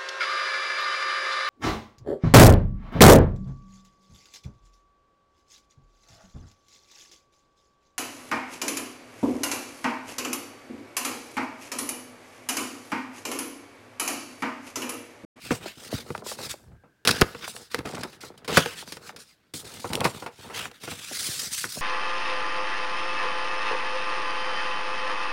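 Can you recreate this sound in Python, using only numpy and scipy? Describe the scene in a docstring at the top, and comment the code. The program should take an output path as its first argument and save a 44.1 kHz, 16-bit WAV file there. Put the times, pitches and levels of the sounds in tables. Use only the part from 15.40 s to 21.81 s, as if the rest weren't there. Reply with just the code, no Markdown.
"""Sheets of paper are lifted, turned over and slid on a table, close to a phone in a small quiet room.
A flap and a snap open it; sliding fibres hiss, the bending sheet flutters and pops, and air brushes the
microphone at 1.3 s. Creases snap through into a hard flap at 1.8 s. Fingers crinkle the sheet at 2.5 s
as a faint whir fades from the room, and another flap lands at 3.2 s. From 4.4 s the sheet lies cupped and
briefly sounds hollow; a run of brighter slides and a last pop close the scene."""
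import sys
import numpy as np
from scipy import signal
from scipy.fft import rfft, irfft
from scipy.io import wavfile
from scipy.ndimage import uniform_filter1d

SR = 44100
rng = np.random.default_rng(int(sys.argv[2]) if len(sys.argv) > 2 else 0)


def master(y):
    """Save y as 16-bit WAV."""
    cut = np.clip(np.atleast_2d(y).T, -1, 1)
    pcm = np.round(cut * 32767)  # scale
    wavfile.write(sys.argv[1], SR, pcm.astype(np.int16))


N = 282681
TIME = np.arange(N) / SR
CONTROL_TIME = TIME[::32]

# spectrum of the room tone: (f/Hz, level/dB)
ROOM_TONE_EQ = [(30, -11.5), (110, 2), (400, -4.5), (850, -13), (1300, -16.5), (2700, -18.5),
                (16000, -31.5)]
# time the room's ring takes to fall 60 dB: (f/Hz, t60/s)
REVERB_TIMES = [(120, 0.4), (5000, 0.29), (14000, 0.46)]
# a sheet flaps and pushes air: (t/s, level/dB, decay/s, first swing f/Hz, slowing/s)
FLAPS = [(0.109, -14, 0.0047, 276, 0.066), (1.8153, -7, 0.0061, 637, 0.0056),
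         (3.1717, -11, 0.0047, 340, 0.011)]
# a stiff facet flips over: (t/s, level/dB, f/Hz, decay/s)
FLICKS = [(1.6756, 0, 4100, 0.00074), (1.692, -8, 1600, 0.0017), (2.3454, -7.5, 1940, 0.00078),
          (6.2423, -11.5, 1590, 0.00072)]
# a bulge pops through: (t/s, level/dB, f/Hz)
POPS = [(0.261, -22.5, 528), (0.531, -18, 302), (0.546, -20, 110), (0.593, -35.5, 450), (0.707, -25.5, 305),
        (0.752, -18, 905), (0.825, -31.5, 500), (0.866, -25.5, 535), (0.918, -26.5, 694), (0.991, -29, 586),
        (1.008, -31, 546), (1.142, -31.5, 594), (2.08, -24.5, 776), (2.47, -27, 401), (2.537, -28, 317),
        (2.652, -26.5, 370), (2.906, -34, 376), (3.428, -31.5, 650), (3.695, -28.5, 1100),
        (3.705, -35.5, 800), (5.257, -22.5, 1000), (5.489, -34, 277), (5.715, -30.5, 450),
        (5.893, -30.5, 158), (6.374, -24.5, 322)]
# the hand bends the sheet: (t/s, hold/s, level/dB)
BENDS = [(0.022, 0.25, -44.5), (0.371, 0.58, -47), (0.971, 0.088, -40), (1.09, 0.26, -58.5),
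         (1.658, 0.18, -33), (1.835, 0.38, -49.5), (2.342, 0.054, -36), (2.449, 0.2, -35.5),
         (2.73, 0.33, -54), (3.085, 0.1, -30), (3.238, 0.555, -52.5), (4.139, 0.27, -47),
         (4.501, 0.14, -32), (4.743, 0.016, -37.5), (4.815, 0.083, -47.5), (4.987, 0.29, -45),
         (5.407, 0.19, -52.5), (5.706, 0.41, -49.5), (6.352, 0.057, -40)]
# a crease snaps through or an edge taps down: (t/s, level/dB, thud/dB, crack/dB, decay/s)
SNAPS = [(0.107, -25.5, -0.5, -16, 0.0044), (0.115, -27, 1.5, -13, 0.011),
         (0.7034, -34.5, 4.5, -19, 0.0024), (0.778, -49.5, 6, 2.5, 0.0011), (1.436, -52, -0.5, -42, 0.029),
         (1.651, -33, -21, 1.5, 0.00069), (1.674, -22.5, -9, 2.5, 0.0016), (1.679, -25, -10, 6, 0.0095),
         (1.691, -26, 0.5, 0, 0.0045), (1.708, -38, 2, 13, 0.0015), (1.7115, -31.5, 4, 7.5, 0.0004),
         (1.713, -35.5, 2.5, 10, 0.0013), (1.813, -28.5, -1, 6, 0.00033), (1.817, -16, -13, -6.5, 0.00062),
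         (1.822, -19.5, -22.5, -11.5, 0.00054), (1.948, -38, -3, -15, 0.0053), (2.164, -44, -12, 4, 0.0028),
         (2.3452, -31, -15, -0.5, 0.0011), (2.389, -38, 6, -4, 0.0036), (2.454, -35.5, 0, -10, 0.015),
         (2.6337, -36.5, -16, 2, 0.0049), (2.729, -51, -13, 0, 0.014), (2.835, -38.5, -6, -41, 0.017),
         (2.977, -65.5, -11, 15, 0.0078), (3.046, -47.5, -3, 1, 0.012), (3.078, -33, -9, 0.5, 0.018),
         (3.095, -27.5, -6, -52, 0.019), (3.171, -11.5, -7, -5.5, 0.0073), (3.176, -21, -3.5, -4, 0.011),
         (3.2595, -29, -10, -6.5, 0.0032), (3.476, -47, -1, -3, 0.0025), (3.522, -43.5, -1, 7, 0.0072),
         (3.569, -44, -11, -3.5, 0.0046), (3.762, -49, -7.5, 5.5, 0.011), (4.138, -46, 10.5, 8.5, 0.013),
         (4.4431, -29, -4.5, -42, 0.014), (4.504, -44, 7, -9, 0.011), (4.533, -37, 1, 7, 0.0025),
         (4.554, -43.5, 9, 16, 0.00034), (4.606, -41, 4, 9.5, 0.0009), (4.612, -28, -1, -20, 0.0075),
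         (4.643, -29, -11, 3, 0.015), (4.651, -19, -3, -13, 0.011), (4.823, -36.5, -7, -23, 0.011),
         (4.862, -34, -21, -9.5, 0.013), (5.099, -37.5, -20, -15, 0.022), (5.314, -50, -21, -3, 0.0027),
         (5.436, -41.5, -1, -2.5, 0.0087), (5.476, -36.5, -1.5, -13, 0.013), (5.516, -37, 1.5, -20, 0.01),
         (6.247, -39.5, 2.5, -14, 0.013)]
# weight of a snap in each octave: (f/Hz, level/dB)
SNAP_EQ = [(62, -32), (125, -3), (250, -2), (500, -3.5), (1000, -2.5), (2000, 0), (4000, 0), (8000, -5.5),
           (16000, -15.5)]
# resonances of the air between sheet, table and phone: (f/Hz, width/Hz, gain/dB)
HOLLOW_EQ = [(482.7, 95, 8), (603, 62, -5), (1450, 110, 4)]
# spectrum of rubbing fibres: (f/Hz, level/dB)
FRICTION_EQ = [(100, -5.5), (450, -11.5), (900, -11), (1500, -1), (5200, 1), (6400, -0.5), (9300, 0),
               (11500, -7), (15800, -10.5)]
# resonance of the gap under the sliding sheet, wandering up and down as the sheet moves: (t/s, f/Hz)
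GAP_SWEEP = [(0.3, 2700), (0.45, 4570), (2.85, 4400), (3.3, 3000), (3.5, 5000), (5.2, 2900), (5.63, 3200),
             (6.05, 5360), (6.14, 4100), (6.4, 4874)]
# a push of paper over paper or table: (t/s, attack/s, glide/s, level/dB at 1.5-6 kHz, fizz/dB)
STROKES = [(-.02, 0.09, 0.051, -44.5, -5.5), (0.104, 0.014, 0.054, -39, -0.5),
           (0.181, 0.097, 0.04, -41.5, -7.5), (0.32, 0.16, 0.017, -46, -3.5),
           (0.5, 0.029, 0.083, -38, -5.5), (0.63, 0.063, 0.11, -52.5, 0), (0.835, 0.057, 0.05, -36.5, 0),
           (0.959, 0.1, 0.011, -37.5, -3), (1.086, 0.029, 0.0052, -31.5, -1.5),
           (1.651, 0.0024, 0.16, -32.5, -8), (1.842, 0.073, 0.358, -50.5, -7),
           (2.001, 0.049, 0.012, -37, -11.5), (2.058, 0.023, 0.032, -41, 4.5),
           (2.128, 0.027, 0.076, -53.5, 17), (2.293, 0.036, 0.069, -45, -8.5),
           (2.442, 0.017, 0.3, -49.5, -4.5), (2.66, 0.022, 1.42, -67, -16),
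           (2.804, 0.0045, 0.076, -45.5, -3.5), (3.082, 0.096, 0.052, -26, -8.5),
           (3.247, 0.0057, 0.092, -37.5, -8), (3.34, 0.073, 0.016, -39, -4.5),
           (3.45, 0.051, 0.063, -45, -3), (3.599, 0.094, 0.0065, -46, -6),
           (3.786, 0.0065, 0.035, -46, -0.5), (3.84, 0.039, 0.062, -57.5, -3),
           (4.136, 0.0038, 0.068, -41, 4), (4.236, .015, 0.57, -47, -3.5), (4.29, 0.17, 0.032, -49, 6),
           (4.525, 0.0085, 0.036, -45.5, 8), (4.631, 0.0096, 0.079, -44.5, 2), (4.735, 0.009, 0.1, -49, -3),
           (4.9, 0.13, 0.15, -49.5, -4), (5.126, 0.041, 0.095, -33.5, -8), (5.326, 0.026, 0.035, -53, -9),
           (5.396, 0.034, 0.19, -46, -4), (5.489, 0.018, 0.05, -39, -4), (5.53, 0.14, 0.33, -42, -3.5),
           (5.699, 0.087, 0.3, -33, 1), (5.98, 0.053, 0.02, -42, 1), (6.103, 0.034, 0.027, -33.5, 3),
           (6.15, 0.03, 0.072, -33.5, 3), (6.23, 0.1, 0.18, -39, 2)]
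# how much of a fizz, thud or crack setting each frequency takes: (f/Hz, share)
FIZZ_TILT = [(1500, -0.88), (4500, 0.12), (8500, 0.89), (15000, 0.51)]
THUD_SHELF = [(250, 0.94), (500, 0.013)]
CRACK_SHELF = [(1500, 0.011), (4000, 1)]

LOW_CUT_HZ, HIGH_CUT_HZ = 62, 16000
STROKE_SAG_DB, STROKE_RELEASE_S = -6.5, 0.014  # a stroke slows as it glides, then stops
BEND_ATTACK_S, BEND_SWELL_DB, BEND_RELEASE_S = 0.0036, 1.5, 0.023
SETTLE_DB, SETTLE_S = -21.5, 0.074  # the sheet creeps on faintly after each move
POP_PREROLL_S = 0.025  # space for the treble that runs ahead of a pop


def amp(db):
    """Decibels to gain."""
    return 10 ** (np.asarray(db) / 20)


def unit_rms(x):
    """Scales to an rms of one."""
    return x / np.sqrt(np.mean(x ** 2) + 1e-20)


def curve(points, hz):
    """Reads a table on a log-frequency axis."""
    f, value = np.transpose(points)
    return np.interp(np.log(hz + 1), np.log(f + 1), value)


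def place(mix, at_s, sound):
    """Drops a sound into the mix at its cue."""
    part = mix[round(at_s * SR):][:len(sound)]
    part += sound[:len(part)]


def eq(x, db_at, size=4096):
    """Causal equaliser with the gain db_at(Hz)."""
    log_gain = np.log(amp(db_at(abs(np.fft.fftfreq(size, 1 / SR)))))
    ring = np.fft.ifft(np.exp(np.conj(signal.hilbert(log_gain)))).real
    return signal.oaconvolve(x, ring[:size // 2])[:N]


def drift(hz):
    """Random modulator of rms one, rolling off above hz."""
    f = np.fft.rfftfreq(N, 1 / SR)
    return unit_rms(irfft(rfft(rng.standard_normal(N)) * np.exp(-(f / hz) ** 2), N))


def grains(per_s, spread_db=1.0):
    """A random train of tiny slips, slightly uneven in size."""
    size = amp(spread_db * np.minimum(rng.exponential(1, N), 4))
    return unit_rms(size * rng.choice([-1, 1], N) * (rng.random(N) < per_s / SR))


def gesture(t, attack_s, hold_s, ramp_db, release_s):
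    """Envelope of one hand move: it builds, ramps by ramp_db while held, and dies away."""
    attack = np.clip(t / attack_s, 0, 1)
    held = np.clip((t - attack_s) / hold_s, 0, 1)
    release = np.exp(-np.maximum(t - attack_s - hold_s, 0) / release_s)
    return attack * amp(ramp_db * held) * release


def room_tone(hush_db=-69, whir_db=-73, whir_hz=1600, half_width_hz=110):
    """The bed: a low hush, and a faint narrow whir that fades out between 2 and 3 s."""
    hush = unit_rms(eq(rng.standard_normal(N), lambda hz: curve(ROOM_TONE_EQ, hz)))
    whir_eq = lambda hz: -20 * np.log10(1 + ((hz - whir_hz) / half_width_hz) ** 2)
    whir = unit_rms(eq(rng.standard_normal(N), whir_eq))
    return amp(hush_db) * hush + amp(whir_db) * whir * np.interp(TIME, [2, 3], [1, 0])


def reverb(x, wet_db=-17, echoes_per_s=3000):
    """Sparse reflections from the walls add a short tail."""
    taps = rng.standard_normal(SR // 2) * (rng.random(SR // 2) < echoes_per_s / SR)
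    taps[:SR // 200] = 0  # 5 ms pre-delay
    hz, t, spectrum = signal.stft(taps, SR, nperseg=256)
    decay = amp(-60 * t / curve(REVERB_TIMES, hz)[:, None])
    tail = signal.istft(spectrum * decay, SR, nperseg=256)[1]
    return x + amp(wet_db) * signal.oaconvolve(x, tail / np.linalg.norm(tail))[:N]


def waft(at_s=1.315, width_s=0.065, level_db=-47):
    """Air from the lifted sheet brushes the microphone: a soft swell of rumble."""
    bass_band = signal.butter(2, [45, 120], "band", fs=SR, output="sos")
    rumble = unit_rms(signal.sosfilt(bass_band, rng.standard_normal(N)))
    return amp(level_db) * rumble * np.exp(-((TIME - at_s) / width_s) ** 2)


def flaps():
    """A flapping sheet pushes air at the microphone: a thump of a few swings, ever slower."""
    t, out = np.arange(SR // 4) / SR, np.zeros(N)
    for at_s, level_db, decay_s, hz, slowing_s in FLAPS:
        swings = hz * slowing_s * (1 - np.exp(-t / slowing_s))
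        envelope = 2 * np.sqrt(t / decay_s) * np.exp(-t / decay_s)
        place(out, at_s, amp(level_db) * envelope * np.sin(2 * np.pi * swings))
    return out


def hollow(x):
    """The air between sheet, table and phone gives hard hits a boxy body."""
    return eq(x, lambda hz: sum(db / (1 + (2 * (hz - f) / width) ** 2) for f, width, db in HOLLOW_EQ))


def cupped(x, start_s=4.42, hold_s=0.72, cavity_hz=920, q=5):
    """While the folded sheet lies cupped on the table, the air inside lends it a hollow pitch."""
    ring = signal.lfilter(*signal.iirpeak(cavity_hz, q, fs=SR), x)
    return x + ring * gesture(TIME - start_s, BEND_ATTACK_S, hold_s, 0, BEND_RELEASE_S)


def crinkle(start_s=2.456, hold_s=0.17, level_db=-47, tick_s=0.0029):
    """Fingers crease the sheet and stiff fibres break one by one: small dry ticks."""
    breaks = signal.oaconvolve(abs(grains(per_s=144)), np.exp(-TIME[:SR // 10] / tick_s))[:N]
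    ticks = eq(breaks * rng.standard_normal(N), lambda hz: curve(FRICTION_EQ, hz) + curve(SNAP_EQ, hz))
    pinch = gesture(TIME - start_s, BEND_ATTACK_S, hold_s, BEND_SWELL_DB, STROKE_RELEASE_S)
    return unit_rms(ticks) * amp(level_db) * pinch


def flicks(shiver_db=-19, shiver_s=0.0072, q=1.9):
    """A flipping facet rings for a few cycles; the sheet round it shivers on near the same pitch."""
    t, out = TIME[:SR // 10], np.zeros(N)
    for at_s, level_db, hz, decay_s in FLICKS:
        attack = 1 - np.exp(-2 * np.pi * hz * t)
        ring = np.sin(2 * np.pi * hz * t) * np.exp(-t / decay_s)
        band = unit_rms(signal.lfilter(*signal.iirpeak(hz, q, fs=SR), rng.standard_normal(len(t))))
        shiver = amp(shiver_db) * band * np.exp(-t / shiver_s)
        place(out, at_s, amp(level_db) * attack * (ring + shiver))
    return out


def buckle(hz, octaves=0.85, travel_at_1khz_s=0.00454, scatter=0.98, scatter_s=0.0055):
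    """One pop: high bending waves cross the sheet faster than low ones, so its pitch dives."""
    t = TIME[:SR // 10]
    f = np.fft.rfftfreq(len(t), 1 / SR) + 1
    band = np.exp(-.5 * (np.log2(f / hz) / octaves) ** 2)
    turns = POP_PREROLL_S * f + travel_at_1khz_s * np.sqrt(1000) * (2 * np.sqrt(f) - f / np.sqrt(hz))
    echoes = rng.standard_normal(len(t)) * np.exp(-t / scatter_s)  # thrown back by creases and edges
    smear = 1 + scatter * rfft(echoes / np.linalg.norm(echoes))
    wave = irfft(band * np.exp(-2j * np.pi * turns) * smear)
    return wave / abs(wave).max()


def pops(trim_db=-1.5):
    """The larger bulges pop through one at a time."""
    out = np.zeros(N)
    for at_s, level_db, hz in POPS:
        place(out, at_s - POP_PREROLL_S, amp(trim_db + level_db) * buckle(hz))
    return out


def bend_envelope():
    """How hard the sheet is bent, as a gain; it keeps stirring faintly after each bend."""
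    start, hold, level_db = np.transpose(BENDS)[:, :, None]
    age = CONTROL_TIME - start
    held = gesture(age, BEND_ATTACK_S, hold, BEND_SWELL_DB, BEND_RELEASE_S)
    settling = amp(SETTLE_DB) * gesture(age, BEND_ATTACK_S, hold, BEND_SWELL_DB, SETTLE_S)
    gains = amp(level_db) * np.maximum(held, settling)
    return np.interp(TIME, CONTROL_TIME, np.linalg.norm(gains, axis=0))


def flutter(trim_db=-3, centre_hz=280, octaves=2.8):
    """The bending sheet buckles many times a second: a patter of small pops, high and low."""
    patter = 0
    for hz in np.geomspace(60, 1100, num=10):
        share = np.exp(-(np.log2(hz / centre_hz) / octaves) ** 2)
        patter += share * unit_rms(signal.oaconvolve(grains(per_s=27), buckle(hz))[:N])
    return unit_rms(patter) * amp(trim_db) * bend_envelope()


def snaps(trim_db=-1, lag_s=0.002, bass_ring_s=0.015, rise_s=0.000094, rustle=0.14, rustle_s=0.0026):
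    """Each snap sends bending waves over the sheet: treble arrives first, bass later and rings longer."""
    t, out = TIME[:4096], np.zeros(N)
    cues, level_db, thud_db, crack_db, decay_s = np.transpose(SNAPS)[:, :, None]
    noise = np.fft.fft(rng.standard_normal((len(cues), len(t))))
    f = np.fft.fftfreq(len(t), 1 / SR)
    hits = 0
    for hz in 62.5 * 2 ** np.arange(len(SNAP_EQ)):
        slowness = 100 / hz  # lag_s and bass_ring_s hold at 100 Hz
        modes = np.fft.ifft(noise * (f > hz / np.sqrt(2)) * (f < min(hz * np.sqrt(2), HIGH_CUT_HZ)))
        power = abs(modes) ** 2
        wave = modes.real / np.sqrt(power + 0.034 * power.mean())  # flattened, so the modes barely beat
        age = np.maximum(t - lag_s * slowness, 0)
        attack = 1 - np.exp(-(age / (rise_s + lag_s * slowness)) ** 2)
        ring = np.exp(-age / (decay_s + bass_ring_s * slowness))
        wave *= attack * (ring + rustle * np.exp(-age / rustle_s))
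        wave /= np.sqrt(np.sum(wave ** 2, axis=1, keepdims=True) / (.01 * SR))  # energy of 10 ms at rms 1
        tone_db = thud_db * curve(THUD_SHELF, hz) + crack_db * curve(CRACK_SHELF, hz)
        hits += wave * amp(trim_db + level_db + tone_db + curve(SNAP_EQ, hz))
    for at_s, hit in zip(cues[:, 0], hits):
        place(out, at_s, hit)
    return out


def stroke_envelopes():
    """Level and fizz of all strokes together, in dB; the louder a stroke, the more it sets the fizz."""
    start, attack, glide, level_db, fizz_db = np.transpose(STROKES)[:, :, None]
    age = CONTROL_TIME - start
    moving = gesture(age, attack, glide, STROKE_SAG_DB, STROKE_RELEASE_S)
    settling = amp(SETTLE_DB) * gesture(age, attack, glide, STROKE_SAG_DB, SETTLE_S)
    power = (amp(level_db) * np.maximum(moving, settling)) ** 2 + 1e-14
    return 10 * np.log10(power.sum(0)), (power * fizz_db).sum(0) / power.sum(0)


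def slide(judder_db=2, gap_db=4, gap_octaves=0.24, echo=0.3, echo_s=0.00093, lift_db=1, patchy_db=2):
    """Fibres catch and slip; the gap under the sheet colours the hiss and the table mirrors it."""
    level_db, fizz_db = stroke_envelopes()
    hz, t, noise = signal.stft(rng.standard_normal(N), SR, nperseg=512, noverlap=384)
    hz = hz[:, None] + 1
    tilt_db = curve(FIZZ_TILT, hz) * (np.interp(t, CONTROL_TIME, fizz_db) + lift_db)
    tone_db = curve(FRICTION_EQ, hz) + tilt_db
    gap_hz = np.interp(t, *np.transpose(GAP_SWEEP))
    tone_db += gap_db * np.exp(-.5 * (np.log2(hz / gap_hz) / gap_octaves) ** 2)
    # the patch of contact keeps changing, and its colour with it
    patches = uniform_filter1d(rng.standard_normal(noise.shape), size=7, axis=0)
    tone_db += patchy_db * unit_rms(uniform_filter1d(patches, size=16, axis=1))
    # the table's reflection flanges the hiss as the height of the sheet wanders
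    delay_s = echo_s * np.exp(0.3 * np.interp(t, TIME, drift(hz=5.05)))
    gain = amp(tone_db) * abs(1 + echo * np.exp(2j * np.pi * hz * delay_s))
    presence = (hz > 1500) & (hz < 6000)  # this band holds its level while the colour moves
    gain /= np.sqrt(np.mean(gain ** 2 * presence, axis=0))
    hiss = signal.istft(noise * gain, SR, nperseg=512, noverlap=384)[1][:N]
    return hiss * amp(np.interp(TIME, CONTROL_TIME, level_db) + judder_db * drift(hz=90))


def scene():
    """Mono mix: the paper goes through the reverb; air on the microphone and room tone stay dry."""
    paper = slide() + crinkle() + cupped(flutter() + pops() + hollow(snaps() + flicks()))
    # the paper sounds carry almost no deep bass
    paper = signal.sosfilt(signal.butter(3, LOW_CUT_HZ, "high", fs=SR, output="sos"), paper)
    return (reverb(paper) + flaps() + waft() + room_tone())[None]


def record(dry, ceiling=0.95):
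    """A soft clip rounds the loudest hits; a steep high cut follows."""
    rounded = dry / (1 + (dry / ceiling) ** 4) ** .25
    high_cut = signal.firwin(511, HIGH_CUT_HZ, window=("kaiser", 9), fs=SR)
    return signal.oaconvolve(rounded, high_cut[None], "same")


dry = scene()
out = record(dry)
master(out)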